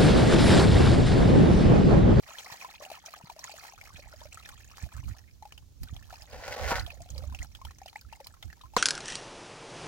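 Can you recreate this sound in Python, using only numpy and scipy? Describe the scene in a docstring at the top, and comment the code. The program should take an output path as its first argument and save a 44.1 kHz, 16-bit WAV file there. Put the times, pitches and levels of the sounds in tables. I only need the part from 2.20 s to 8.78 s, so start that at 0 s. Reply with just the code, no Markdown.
"""Water trickles from a colander of pasta into a plastic basin outdoors, and thins out to single drips.
Each big drop is a tick, a slap of noise and the ringing note of a trapped air bubble; random clicks make the spray.
Grinding noise and jolts ring a big aluminium pot dragged over gritty ground; near the end a ladle knocks on cookware.
Soft thumps of handling and a light breeze, made of filtered noise, buffet two closely spaced microphones."""
import sys
import numpy as np
from scipy import signal
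from scipy.fft import rfft, irfft
from scipy.io import wavfile
from scipy.ndimage import uniform_filter1d

SR = 44100
rng = np.random.default_rng(int(sys.argv[2]) if len(sys.argv) > 2 else 0)


def wav_record(signal):
    """Record a signal, one row per channel, as 16-bit PCM in the file named by sys.argv[1]."""
    frames = np.transpose(np.atleast_2d(signal))
    bounded = np.clip(frames, -1, 1)
    # unit amplitude maps onto the largest positive 16-bit level
    quanta = np.round(bounded * 32767).astype(np.int16)
    wavfile.write(sys.argv[1], SR, quanta)


N = 290089
TIME = np.arange(N) / SR

# Every "level" below is a starting level; the mixing settings may still shift it.
# loudest bubbles trapped by drops: (time [s], pitch [Hz], level [dB], time to die by 60 dB [s])
BIG_BUBBLES = [(0.081, 920, -48, 0.039), (0.155, 1830, -42, 0.021), (0.193, 900, -48, 0.038),
               (0.265, 930, -41.5, 0.031), (0.3, 944, -38.5, .028), (0.325, 820, -44, 0.034),
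               (0.34, 927, -34, 0.021), (0.424, 2090, -37, .016), (0.446, 986, -32.5, 0.05),
               (0.603, 595, -39, 0.046), (0.62, 567, -39.5, 0.063), (0.662, 720, -37.5, 0.07),
               (0.701, 824, -31, 0.03), (0.715, 626, -32.5, 0.029), (0.741, 870, -45, 0.029),
               (0.752, 2786, -38.5, 0.0097), (0.938, 1190, -34, 0.019), (1.011, 912, -42, 0.025),
               (1.071, 940, -40.5, 0.026), (1.098, 903, -34, 0.031), (1.163, 636, -42.5, 0.041),
               (1.24, 1870, -32.5, 0.013), (1.294, 785, -38, 0.025), (1.339, 635, -37.5, 0.031),
               (1.489, 906, -42, 0.042), (1.578, 1290, -43, 0.015), (1.612, 2140, -36.5, 0.016),
               (1.691, 1067, -41, 0.014), (1.792, 548, -41, 0.036), (1.937, 606, -41, 0.033),
               (2.013, 601, -43.5, 0.062), (2.016, 920, -43.5, 0.041), (2.054, 595, -38.5, 0.036),
               (2.173, 1265, -35.5, 0.016), (2.258, 1650, -39, 0.017), (2.29, 1336, -36.5, 0.01),
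               (2.581, 1010, -35, 0.016), (3.224, 838, -40, 0.055), (3.253, 817, -39.5, 0.05),
               (3.905, 1350, -40.5, 0.013), (3.927, 715, -37, 0.024), (3.938, 855, -38.5, .022),
               (4.676, 666, -38, 0.087), (4.703, 2536, -34.5, 0.018), (4.804, 677, -41.5, 0.12),
               (4.859, 680, -44.5, 0.046), (4.96, 531, -42.5, 0.063), (4.989, 505, -45, 0.1),
               (5.022, 673, -42.5, 0.04), (5.035, 562, -41, 0.059), (5.124, 1000, -41, 0.032),
               (5.215, 1970, -44, 0.021), (5.415, 1005, -40.5, 0.034), (5.451, 890, -35, 0.02),
               (5.508, 1016, -37.5, 0.019), (5.616, 760, -40, 0.041), (5.659, 710, -36, 0.039),
               (5.729, 890, -42.5, 0.023), (5.757, 829, -37.5, 0.049), (5.926, 881, -36.5, 0.03),
               (5.932, 2740, -42, 0.019), (6.002, 820, -40.5, 0.019), (6.006, 540, -41.5, 0.055),
               (6.166, 1032, -52, 0.051), (6.228, 2020, -42.5, 0.022), (6.301, 1835, -42, 0.014),
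               (6.328, 1610, -39, 0.012), (6.436, 984, -46, 0.08), (6.536, 830, -42, 0.038)]
# bubbles that chirp upwards: (time [s], first pitch [Hz], last pitch [Hz], level [dB])
RISING_CHIRPS = [(0.26, 1650, 2650, -37.5), (2.122, 1920, 3400, -41), (5.218, 1780, 2260, -35.5),
                 (5.756, 1595, 2630, -32.5)]
# hardest slaps on the water: (time [s], level [dB], pitch of their note [Hz], level of the contact tick [dB])
WATER_SLAPS = [(0.1847, -35.5, 3300, -43), (0.246, -43.0, 5320, -48), (0.6504, -42, 2730, -42),
               (0.8609, -38.5, 5750, -48), (1.1921, -39.5, 5520, -45), (1.241, -37, 6442, -55),
               (2.1287, -43.5, 7000, -54), (2.145, -43.5, 7500, -45), (2.2905, -47, 7500, -36.5),
               (2.5711, -51.5, 6700, -37), (3.323, -46, 2900, -37.5), (3.3776, -44.5, 2880, -52),
               (3.6334, -43, 4700, -32.5), (3.7644, -44, 3290, -47), (4.021, -43.5, 4940, -61),
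               (4.5956, -32.5, 4240, -55.5), (4.6639, -38, 3330, -50), (4.8196, -47.0, 7300, -52.5),
               (4.9028, -41, 6720, -51.5), (4.9798, -37.5, 4700, -59), (5.1476, -38, 2640, -46.5),
               (5.189, -41.0, 2630, -59.5), (5.2286, -39.5, 6670, -65), (5.35, -41, 3300, -46),
               (5.45, -42.5, 3100, -41.5), (5.5854, -49.5, 5750, -43), (5.6605, -49.5, 4770, -59),
               (5.682, -45, 2880, -43), (5.6972, -49.5, 4380, -58), (5.812, -47.5, 4320, -42),
               (6.045, -45.5, 5080, -57), (6.0698, -42.5, 4900, -33), (6.2261, -38.5, 3380, -61),
               (6.4135, -46.5, 3650, -66.5)]
# strength of the trickle, which almost stops while the colander is held level: (time [s], level [dB])
TRICKLE_CURVE = [(0.0, -57), (0.3, -51.5), (0.58, -57.5), (0.72, -55), (0.85, -62), (0.87, -52),
                 (1.16, -66), (1.27, -53.5), (1.9, -59), (2.45, -60), (2.75, -59), (3.0, -62), (3.13, -77),
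                 (3.55, -77.5), (3.68, -63.5), (3.95, -61), (4.85, -67.5), (5.2, -63.5), (5.6, -71),
                 (6.5, -71.5)]
# colour of the spray: (frequency [Hz], relative level per Hz [dB])
SPRAY_COLOUR = [(300, -12), (700, 4.5), (2000, -9.5), (4000, -3), (7000, -5), (8500, -11), (15000, -10.5)]
# small bubbles by size:
# (lowest pitch [Hz], highest pitch [Hz], ringing [cycles], level [dB], rate at a middling flow [per s])
SMALL_BUBBLES = [(638, 1360, 20, -4, 98), (1470, 2760, 29.5, -4.5, 280), (3176, 7620, 26, -6.5, 180)]
# low bubbles churned up by one thin rope of water from the tilted colander:
# (start [s], end [s], top level of a bubble [dB])
WATER_ROPE = (4.66, 5.16, -46.5)
# grinding as the pot is dragged: (time [s], level [dB])
DRAG_CURVE = [(4.07, -65), (4.14, -50), (4.21, -49.5), (4.28, -43.5), (4.325, -39.5), (4.375, -42.5),
              (4.4, -39.5), (4.43, -40), (4.48, -35), (4.52, -30.5), (4.55, -41.5), (4.56, -34),
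              (4.595, -41.5), (4.64, -64.5)]
# the pot catching on stones: (time [s], level [dB], centre of the crunch [Hz])
STONE_BUMPS = [(4.142, -40, 570), (4.323, -35, 2200), (4.394, -30.5, 542), (4.477, -32, 1420),
               (4.516, -24.5, 694), (4.522, -28, 860), (4.5551, -25.5, 1890), (4.581, -33.5, 1350)]
# notes of the pot: (frequency [Hz], level [dB], time to die by 60 dB, before stretching [s])
POT_MODES = [(242, -4, .10), (490, -4, .16), (600, -7, .12), (744, 1, .12), (844, 1, .13), (931, 0, .13),
             (1125, -3, .12), (1288, -5, .12), (1424, 0, .14), (1466, -3, .10), (1517, 0, .14),
             (1722, -2, .14), (2034, -5, .12), (2599, -9, .10), (3206, -11, .10)]
# colour of the grinding: (frequency [Hz], relative level per Hz [dB])
GRIND_COLOUR = [(150, -1.5), (330, -2.5), (550, 18.5), (900, 12), (1600, 3), (3000, -1.5), (5000, -8),
                (9000, -30)]
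# colour of the grit and of the ladle's crack: (frequency [Hz], relative level per Hz [dB])
GRIT_COLOUR = [(1500, 10), (3000, -3), (4500, 2.5), (6800, -2.5), (8500, -11.5), (15500, -18)]
# ladle knocks: (time [s], level [dB])
LADLE_KNOCKS = [(6.5652, -17)]
# notes that a knock rings: (frequency [Hz], level [dB], time to die by 60 dB [s])
LADLE_MODES = [(197.4, -8.5, 0.045), (437, -4, 0.027), (495, -7, 0.31), (730, -9.5, 0.11),
               (996, 3.5, 0.037), (1135, 4.5, 0.018), (1943, -18, 0.06), (4140, -7, 0.023),
               (5950, -12, 0.011), (7430, -7, 0.019)]
# dull thumps of handling: (time [s], level [dB], pitch [Hz])
HANDLING_THUMPS = [(0.319, -35, 117), (1.038, -27.5, 148), (1.743, -33, 151), (2.634, -22, 126.6),
                   (3.727, -21.5, 120), (4.517, -14, 226)]
# light breeze between gusts: (time [s], level [dB])
BREEZE_CURVE = [(0.0, -73), (1.4, -69.5), (1.75, -56), (3.1, -57), (5.3, -52.5), (5.72, -62), (6.5, -57.5)]
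# gusts on the microphones: (start [s], length [s], level [dB])
WIND_GUSTS = [(2.637, 0.019, -39.5), (2.755, 0.051, -42), (2.843, 0.079, -38.5), (3.614, 0.026, -37.5),
              (3.711, 0.068, -44), (4.138, 0.054, -44.5), (4.416, 0.037, -36), (4.463, 0.19, -38.5),
              (4.806, 0.015, -44), (4.911, 0.14, -41.5), (5.078, 0.066, -37.5), (5.208, 0.016, -36),
              (5.449, 0.052, -45), (5.85, 0.04, -50), (6.253, 0.039, -44)]
# colour of the wind buffeting: (frequency [Hz], relative level per Hz [dB])
BUFFET_COLOUR = [(20, -14), (40, -5), (65, 3.5), (110, -6.5), (180, -22.5), (300, -26), (600, -72),
                 (2500, -58)]
# colour of the still air: (frequency [Hz], relative level per Hz [dB])
AIR_COLOUR = [(40, 2), (150, 17), (350, 8.5), (900, -1.5), (2000, -6), (3500, -2), (6500, 1), (8500, -8.5),
              (15500, -7)]

# among the unlisted bubbles, one of this pitch rings this long; higher ones die sooner by a power law
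PLINK_HZ, PLINK_T60_S, DAMPING_POWER = 1000, 0.023, 1.13
# a big bubble sheds a small one: middle pitch, spread, level against the big one, longest delay
SHED_HZ, SHED_OCTAVES, SHED_DB, SHED_S = 2210, 0.72, -10, 0.006
# a big drop throws up droplets that fall back: level against the drop, time in the air, time to die away
FALLBACK_DB, FALLBACK_FLIGHT_S, FALLBACK_T60_S = -17, 0.012, 0.18
SPURT_DB, SPURTS_PER_S = 3, 35  # unevenness of the stream
MIDDLING_DB = -53.5  # a middling flow
SPLASH_CUT_HZ = SR / 3  # upper limit of the splashes of single drops
CHIRP_S = 0.009
GURGLE_HZ, GURGLES_PER_S = 662, 88
JOLT_OCTAVES = 0.41  # width of a stone's crunch
LULL_DB, LULLS_PER_S = 3, 18  # unevenness of the breeze
GUST_RISE_DB_PER_S, GUST_FALL_DB_PER_S = 800, 551
AIR_DB = -67.5
CUTOFF_HZ = 15900


def basin(count, froth_db, spray_db, crowding):
    """Water lands on several spots, each with its own path and its own reflections from the basin wall."""
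    flow_db = flow()
    crowd = from_db(crowding * (flow_db - MIDDLING_DB)) / count
    out = np.zeros((2, N))
    for spot in range(count):
        tones, splashes = drips(BIG_BUBBLES[spot::count], WATER_SLAPS[spot::count],
                                plink_db=1.85, slap_db=4, splash_db=7.5, snap_db=11.5,
                                smack_db=6.5, tick_db=9.5, rise=0.11, splash_t60=0.11)
        splashes += from_db(flow_db + spray_db) * grains(3000 * crowd, spread_db=11.5)
        small_bubbles = froth(flow_db, crowd, spread_db=20.5, rise=0.2)
        water = tones + coloured(splashes, SPRAY_COLOUR) + from_db(froth_db) * small_bubbles
        out += placed(water, lag_ms=0.043 + 0.033 * spot, scatter_db=2.5, scatter_t60=0.03, scatter_hz=1580)
    return out


def flow():
    """Water reaching the basin, in dB: the spurting trickle plus droplets falling back after each big drop."""
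    trickle_db, = in_time(TRICKLE_CURVE)
    power = from_db(trickle_db + SPURT_DB * wander(SPURTS_PER_S)) ** 2
    t, fade = dying(FALLBACK_T60_S)
    shower = fade * (1 - np.exp(-(t / FALLBACK_FLIGHT_S) ** 2))
    drops = [(s, db) for s, hz, db, t60 in BIG_BUBBLES]
    drops += [(s, db) for s, db, hz, tick in WATER_SLAPS]
    for s, db in drops:
        add(power, s, (from_db(db + FALLBACK_DB) * shower) ** 2)
    return 10 * np.log10(power)


def drips(plinks, slaps, plink_db, slap_db, splash_db, snap_db, smack_db, tick_db, rise, splash_t60):
    """Big drops tick, slap, splash and trap ringing bubbles; gives the tones and splashes separately."""
    tones, splashes = np.zeros((2, N))
    for (s, hz, db, t60), (climb, size, wait) in zip(plinks, rng.random((len(plinks), 3))):
        shed_hz = SHED_HZ * 2 ** (SHED_OCTAVES * (size - .5))
        add(tones, s, from_db(db + plink_db) * bubble(hz, t60, rise * (.5 + 2 * climb)))
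        add(tones, s + SHED_S * wait, from_db(db + plink_db + SHED_DB) * plink(shed_hz, rise))
        add(splashes, s, from_db(db + smack_db) * swell(0.0098, onset=0.00078))
    for s, db, hz, contact_db in slaps:
        # a brief, high note must be taller to carry the same energy
        height = from_db(db + slap_db) * (hz / PLINK_HZ) ** (DAMPING_POWER / 2)
        add(tones, s, height * plink(hz, rise))
        add(tones, s, from_db(contact_db + tick_db) * burst(0.00072))
        add(splashes, s - .0004, from_db(db + snap_db) * swell(0.0052, onset=0.0023))
        add(splashes, s, from_db(db + splash_db) * swell(splash_t60, onset=0.00064))
    # single drops splash more dully than the fine spray
    dull = signal.butter(1, SPLASH_CUT_HZ, fs=SR, output="sos")
    return tones, signal.sosfilt(dull, splashes)


def bubble(hz, t60, rise):
    """A trapped bubble rings and climbs in pitch as it nears the surface."""
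    t, fade = dying(t60)
    onset = 1 - np.exp(-1.5 * hz * t)
    return fade * onset * np.sin(2 * np.pi * hz * t * (1 + rise * t / (2 * t60)))


def plink(hz, rise):
    """The note of one bubble: the higher it is, the sooner it dies."""
    return bubble(hz, PLINK_T60_S * (PLINK_HZ / hz) ** DAMPING_POWER, rise)


def froth(flow_db, crowd, spread_db, rise):
    """Small bubbles of every size are born at random, more often and louder in a stronger flow."""
    out = np.zeros(N)
    for low, high, cycles, db, per_s in SMALL_BUBBLES:
        draws = rng.random(size=(2400, 5))
        wanted = per_s * N / SR * crowd[(draws[:, 0] * N).astype(int)]
        born = draws[draws[:, 1] * len(draws) < wanted]
        for when, chance, smallness, loudness, lasting in born:
            at = int(when * N)
            hz = low * (high / low) ** smallness
            level = from_db(flow_db[at] + db + spread_db * (loudness - 1))
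            # a short, rare bubble must be taller to carry the same power
            height = level * np.sqrt(hz / (cycles * per_s * crowd[at]))
            add(out, at / SR, height * bubble(hz, (.5 + lasting) * cycles / hz, rise))
    return out


def gurgle():
    """Soft, overlapping bubbles under the rope of water, spread over an octave."""
    start, end, db = WATER_ROPE
    length = end - start
    out = np.zeros(N)
    for when, size, strength in rng.random((int(length * GURGLES_PER_S), 3)):
        note = plink(GURGLE_HZ * 2 ** (size - .5), rise=0.13)
        add(out, start + when * length, strength * from_db(db) * note)
    return out


def chirps():
    """A bubble opens at the surface: its note swells, sweeps upwards and is gone."""
    out = np.zeros(N)
    for s, first_hz, last_hz, db in RISING_CHIRPS:
        hz = np.geomspace(first_hz, last_hz, int(CHIRP_S * SR))
        add(out, s, from_db(db) * np.hanning(len(hz)) * np.sin(2 * np.pi * np.cumsum(hz) / SR))
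    return out


def dragged_pot(ring_db, grind_db, grit_db, bump_db, thud_db, ring_share, judder_db, rim_db):
    """Grit crushed under the base sets the pot ringing; it slides unevenly and larger stones give it jolts."""
    grinding_db, = in_time(DRAG_CURVE)
    moving = (TIME > DRAG_CURVE[0][0]) & (TIME < DRAG_CURVE[-1][0])
    sliding = uniform_filter1d(1. * moving, SR // 100)
    force = sliding * from_db(grinding_db + judder_db * wander(110))
    rub = scratchy(force * grains(1500, spread_db=2.0), patchy_db=3.5, per_s=29)
    jolts = np.zeros(N)
    for s, db, hz in STONE_BUMPS:
        add(jolts, s, from_db(db + bump_db) * jolt(hz, t60=0.03))
    metal = ringing_metal(rub + jolts, POT_MODES, ring_share)
    ground = coloured(from_db(grind_db) * rub, GRIND_COLOUR) + from_db(thud_db) * jolts
    # grains crack all round the wide rim, so each microphone hears its own share of them
    cracks = force * np.array([grains(600, spread_db=1.0) for side in "LR"])
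    # fine grit hisses, coarse grit crunches
    hiss = from_db(grit_db) * coloured(cracks + apart(rub, lag_ms=-0.069), GRIT_COLOUR)
    crunch = from_db(rim_db) * coloured(cracks, GRIND_COLOUR)
    return apart(from_db(ring_db) * metal + ground, lag_ms=-0.065) + hiss + crunch


def scratchy(x, patchy_db, per_s):
    """Pitch bands surge and fade separately as grains of different sizes catch under the base."""
    out, rest = 0, x
    for hz in 700 * 2 ** np.arange(5):  # upper edge of each band; what lies above the last stays steady
        lowpass = signal.butter(3, hz, fs=SR, output="sos")
        band = signal.sosfiltfilt(lowpass, rest + 1e-18)
        out = out + band * from_db(patchy_db * wander(per_s))
        rest = rest - band
    return out + rest


def jolt(hz, t60):
    """A stone catches: a short crunch, dull or bright by how hard it is; unit energy."""
    edges = hz * 2 ** (JOLT_OCTAVES * np.array([-.5, .5]))
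    bandpass = signal.butter(1, edges, "band", fs=SR, output="sos")
    crunch = signal.sosfilt(bandpass, swell(t60, onset=0.00065))
    return crunch / np.linalg.norm(crunch)


def ladle(ring_db, crack_db, lag_ms):
    """A hard contact, quickly damped by the food; its crack reaches each microphone differently."""
    blows, cracks = np.zeros(N), np.zeros((2, N))
    for s, db in LADLE_KNOCKS:
        add(blows, s, from_db([db + ring_db]))
        for side in cracks:
            add(side, s, from_db(db + crack_db) * burst(0.11))
    return apart(ringing_metal(blows, LADLE_MODES, 1), lag_ms) + coloured(cracks, GRIT_COLOUR)


def ringing_metal(force, modes, stretch):
    """A force rings all the notes of a metal body, with alternating signs; stretch scales the ring times."""
    return sum((-1) ** k * from_db(db) * ring(force, hz, t60 * stretch)
               for k, (hz, db, t60) in enumerate(modes))


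def ring(force, hz, t60):
    """A unit click sets a sine of height 1 ringing and dying away."""
    r, w = from_db(-60 / (t60 * SR)), 2 * np.pi * hz / SR  # loss and turn per sample
    return signal.lfilter([0, np.sin(w)], [1, -2 * r * np.cos(w), r * r], force + 1e-18)


def thumps(cycles):
    """Soft, low bumps of handling that swell and die within a few cycles."""
    out = np.zeros(N)
    for s, db, hz in HANDLING_THUMPS:
        add(out, s, from_db(db) * bubble(hz, cycles / hz, rise=0.027))
    return out


def breeze(left_db, right_db, shared):
    """Eddies at each microphone port, partly common to both; breeze and gusts set their strength."""
    eddies = coloured(rng.standard_normal((2, N)) + shared * rng.standard_normal(N), BUFFET_COLOUR)
    # even out the noise so that the wind curve sets its level
    eddies /= np.sqrt(uniform_filter1d(np.mean(eddies ** 2, axis=0), SR // 14) + 1e-9)
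    return from_db(wind_db(gust_db=0.0)) * eddies * from_db([[left_db], [right_db]])


def wind_db(gust_db):
    """Each gust rises out of the unsteady breeze, holds and falls back."""
    level = in_time(BREEZE_CURVE)[0] + LULL_DB * wander(LULLS_PER_S)
    for s, length, db in WIND_GUSTS:
        rise = GUST_RISE_DB_PER_S * (s - TIME)
        fall = GUST_FALL_DB_PER_S * (TIME - s - length)
        fade = np.maximum(rise, fall)
        level = np.maximum(level, db + gust_db - np.maximum(fade, 0))
    return level


def still_air(shared):
    """Steady coloured noise, partly common to both microphones."""
    noise = rng.standard_normal((2, N)) + shared * rng.standard_normal(N)
    return from_db(AIR_DB) * coloured(noise, AIR_COLOUR)


def placed(x, lag_ms, scatter_db, scatter_t60, scatter_hz):
    """The direct sound, plus nearby surfaces that scatter the treble differently to each microphone."""
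    bright = signal.sosfilt(signal.butter(1, scatter_hz, "high", fs=SR, output="sos"), x)
    echoes = np.array([signal.oaconvolve(bright, burst(scatter_t60))[:N] for side in "LR"])
    return apart(x, lag_ms) + from_db(scatter_db) * echoes


def apart(x, lag_ms, size=16):
    """Two microphones: the left hears lag_ms later than the right."""
    taps = np.arange(-size, size + 1)
    shift = lag_ms * SR / 2000  # half the lag, in samples, for each side
    window = np.hanning(len(taps))
    return np.array([np.convolve(x, np.sinc(taps - d) * window, "same") for d in (shift, -shift)])


def coloured(x, spectrum, size=8192):
    """Causal (minimum-phase) filter with the given spectrum and unit power gain."""
    hz, db = np.transpose(spectrum)
    bins = np.maximum(np.fft.rfftfreq(size, 1 / SR), 2)
    below = np.minimum(bins / hz[0], 1) ** 2  # fall-off under the lowest row
    gain = rms_one(below * from_db(np.interp(np.log(bins), np.log(hz), db)))
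    cepstrum = irfft(np.log(gain))[:size // 2]
    cepstrum[1:] *= 2
    response = irfft(np.exp(rfft(cepstrum, size)))
    return signal.oaconvolve(x, np.array(response, ndmin=x.ndim), axes=-1)[..., :N]


def grains(per_s, spread_db):
    """Random clicks of uneven size, with even mean power."""
    at = np.flatnonzero(rng.random(N) < per_s / SR)
    size, sign = np.resize(rng.random((SR // 2, 2)), (len(at), 2)).T
    clicks = np.zeros(N)
    uneven_db = spread_db * np.minimum(-np.log1p(-size), np.pi)  # mostly small, a few large
    clicks[at] = from_db(uneven_db) * np.sign(sign - .5)
    return rms_one(clicks / np.sqrt(per_s))


def swell(t60, onset):
    """A puff of noise that takes a moment to build up; unit energy."""
    puff = burst(t60)
    puff = puff * (1 - np.exp(-(np.arange(len(puff)) / SR / onset) ** 2))
    return puff / np.linalg.norm(puff)


def burst(t60):
    """A puff of noise that dies away; unit energy."""
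    t, fade = dying(t60)
    puff = rng.standard_normal(len(t)) * fade
    return puff / np.linalg.norm(puff)


def dying(t60):
    """Times and envelope of a decay by 60 dB in t60 seconds."""
    t = np.arange(int(t60 * SR) + 2) / SR
    return t, np.exp(-np.log(1000) * t / t60)


def wander(per_s):
    """Slow random drift with a spread of 1: noise averaged over 1/per_s seconds."""
    return rms_one(uniform_filter1d(rng.standard_normal(N), int(SR / per_s)))


def in_time(rows):
    """Each column of a curve at every sample."""
    s, *columns = np.transpose(rows)
    return [np.interp(TIME, s, c) for c in columns]


def add(track, s, sound):
    """Mix a sound in at time s."""
    at = int(np.clip(round(s * SR), 0, N - 1))
    track[at:at + len(sound)] += sound[:N - at]


def from_db(db):
    """Decibels to gain."""
    return 10 ** (np.asarray(db) / 20)


def rms_one(x):
    """Scale to unit rms (average strength)."""
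    return x / np.sqrt(np.mean(x ** 2) + 1e-20)


def scene():
    """Basin and ladle reach the right microphone first, the pot mostly the left; open air lies around."""
    out = basin(count=3, froth_db=17, spray_db=-10.5, crowding=0.94)
    out += apart(gurgle() + chirps(), lag_ms=0.082)
    out += dragged_pot(ring_db=-38.5, grind_db=-2.0, grit_db=-6.5, bump_db=15.0, thud_db=5.0,
                       ring_share=1.07, judder_db=2.0, rim_db=-6.5)
    out += ladle(ring_db=0.0, crack_db=19.5, lag_ms=0.04)
    out += thumps(cycles=3.86)
    out += breeze(left_db=-3.5, right_db=5.5, shared=0.36)
    return out + still_air(shared=0.5)


def record(dry):
    """The right microphone is a little brighter, the left slightly duller; the very top is cut."""
    treble = signal.sosfilt(signal.butter(1, 11000, "high", fs=SR, output="sos"), dry)
    sheen = treble * [[-.1], [.4]]
    top_cut = signal.ellip(10, .2, 70, CUTOFF_HZ, fs=SR, output="sos")
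    return signal.sosfilt(top_cut, dry + sheen)


dry = scene()
out = record(dry)
wav_record(out)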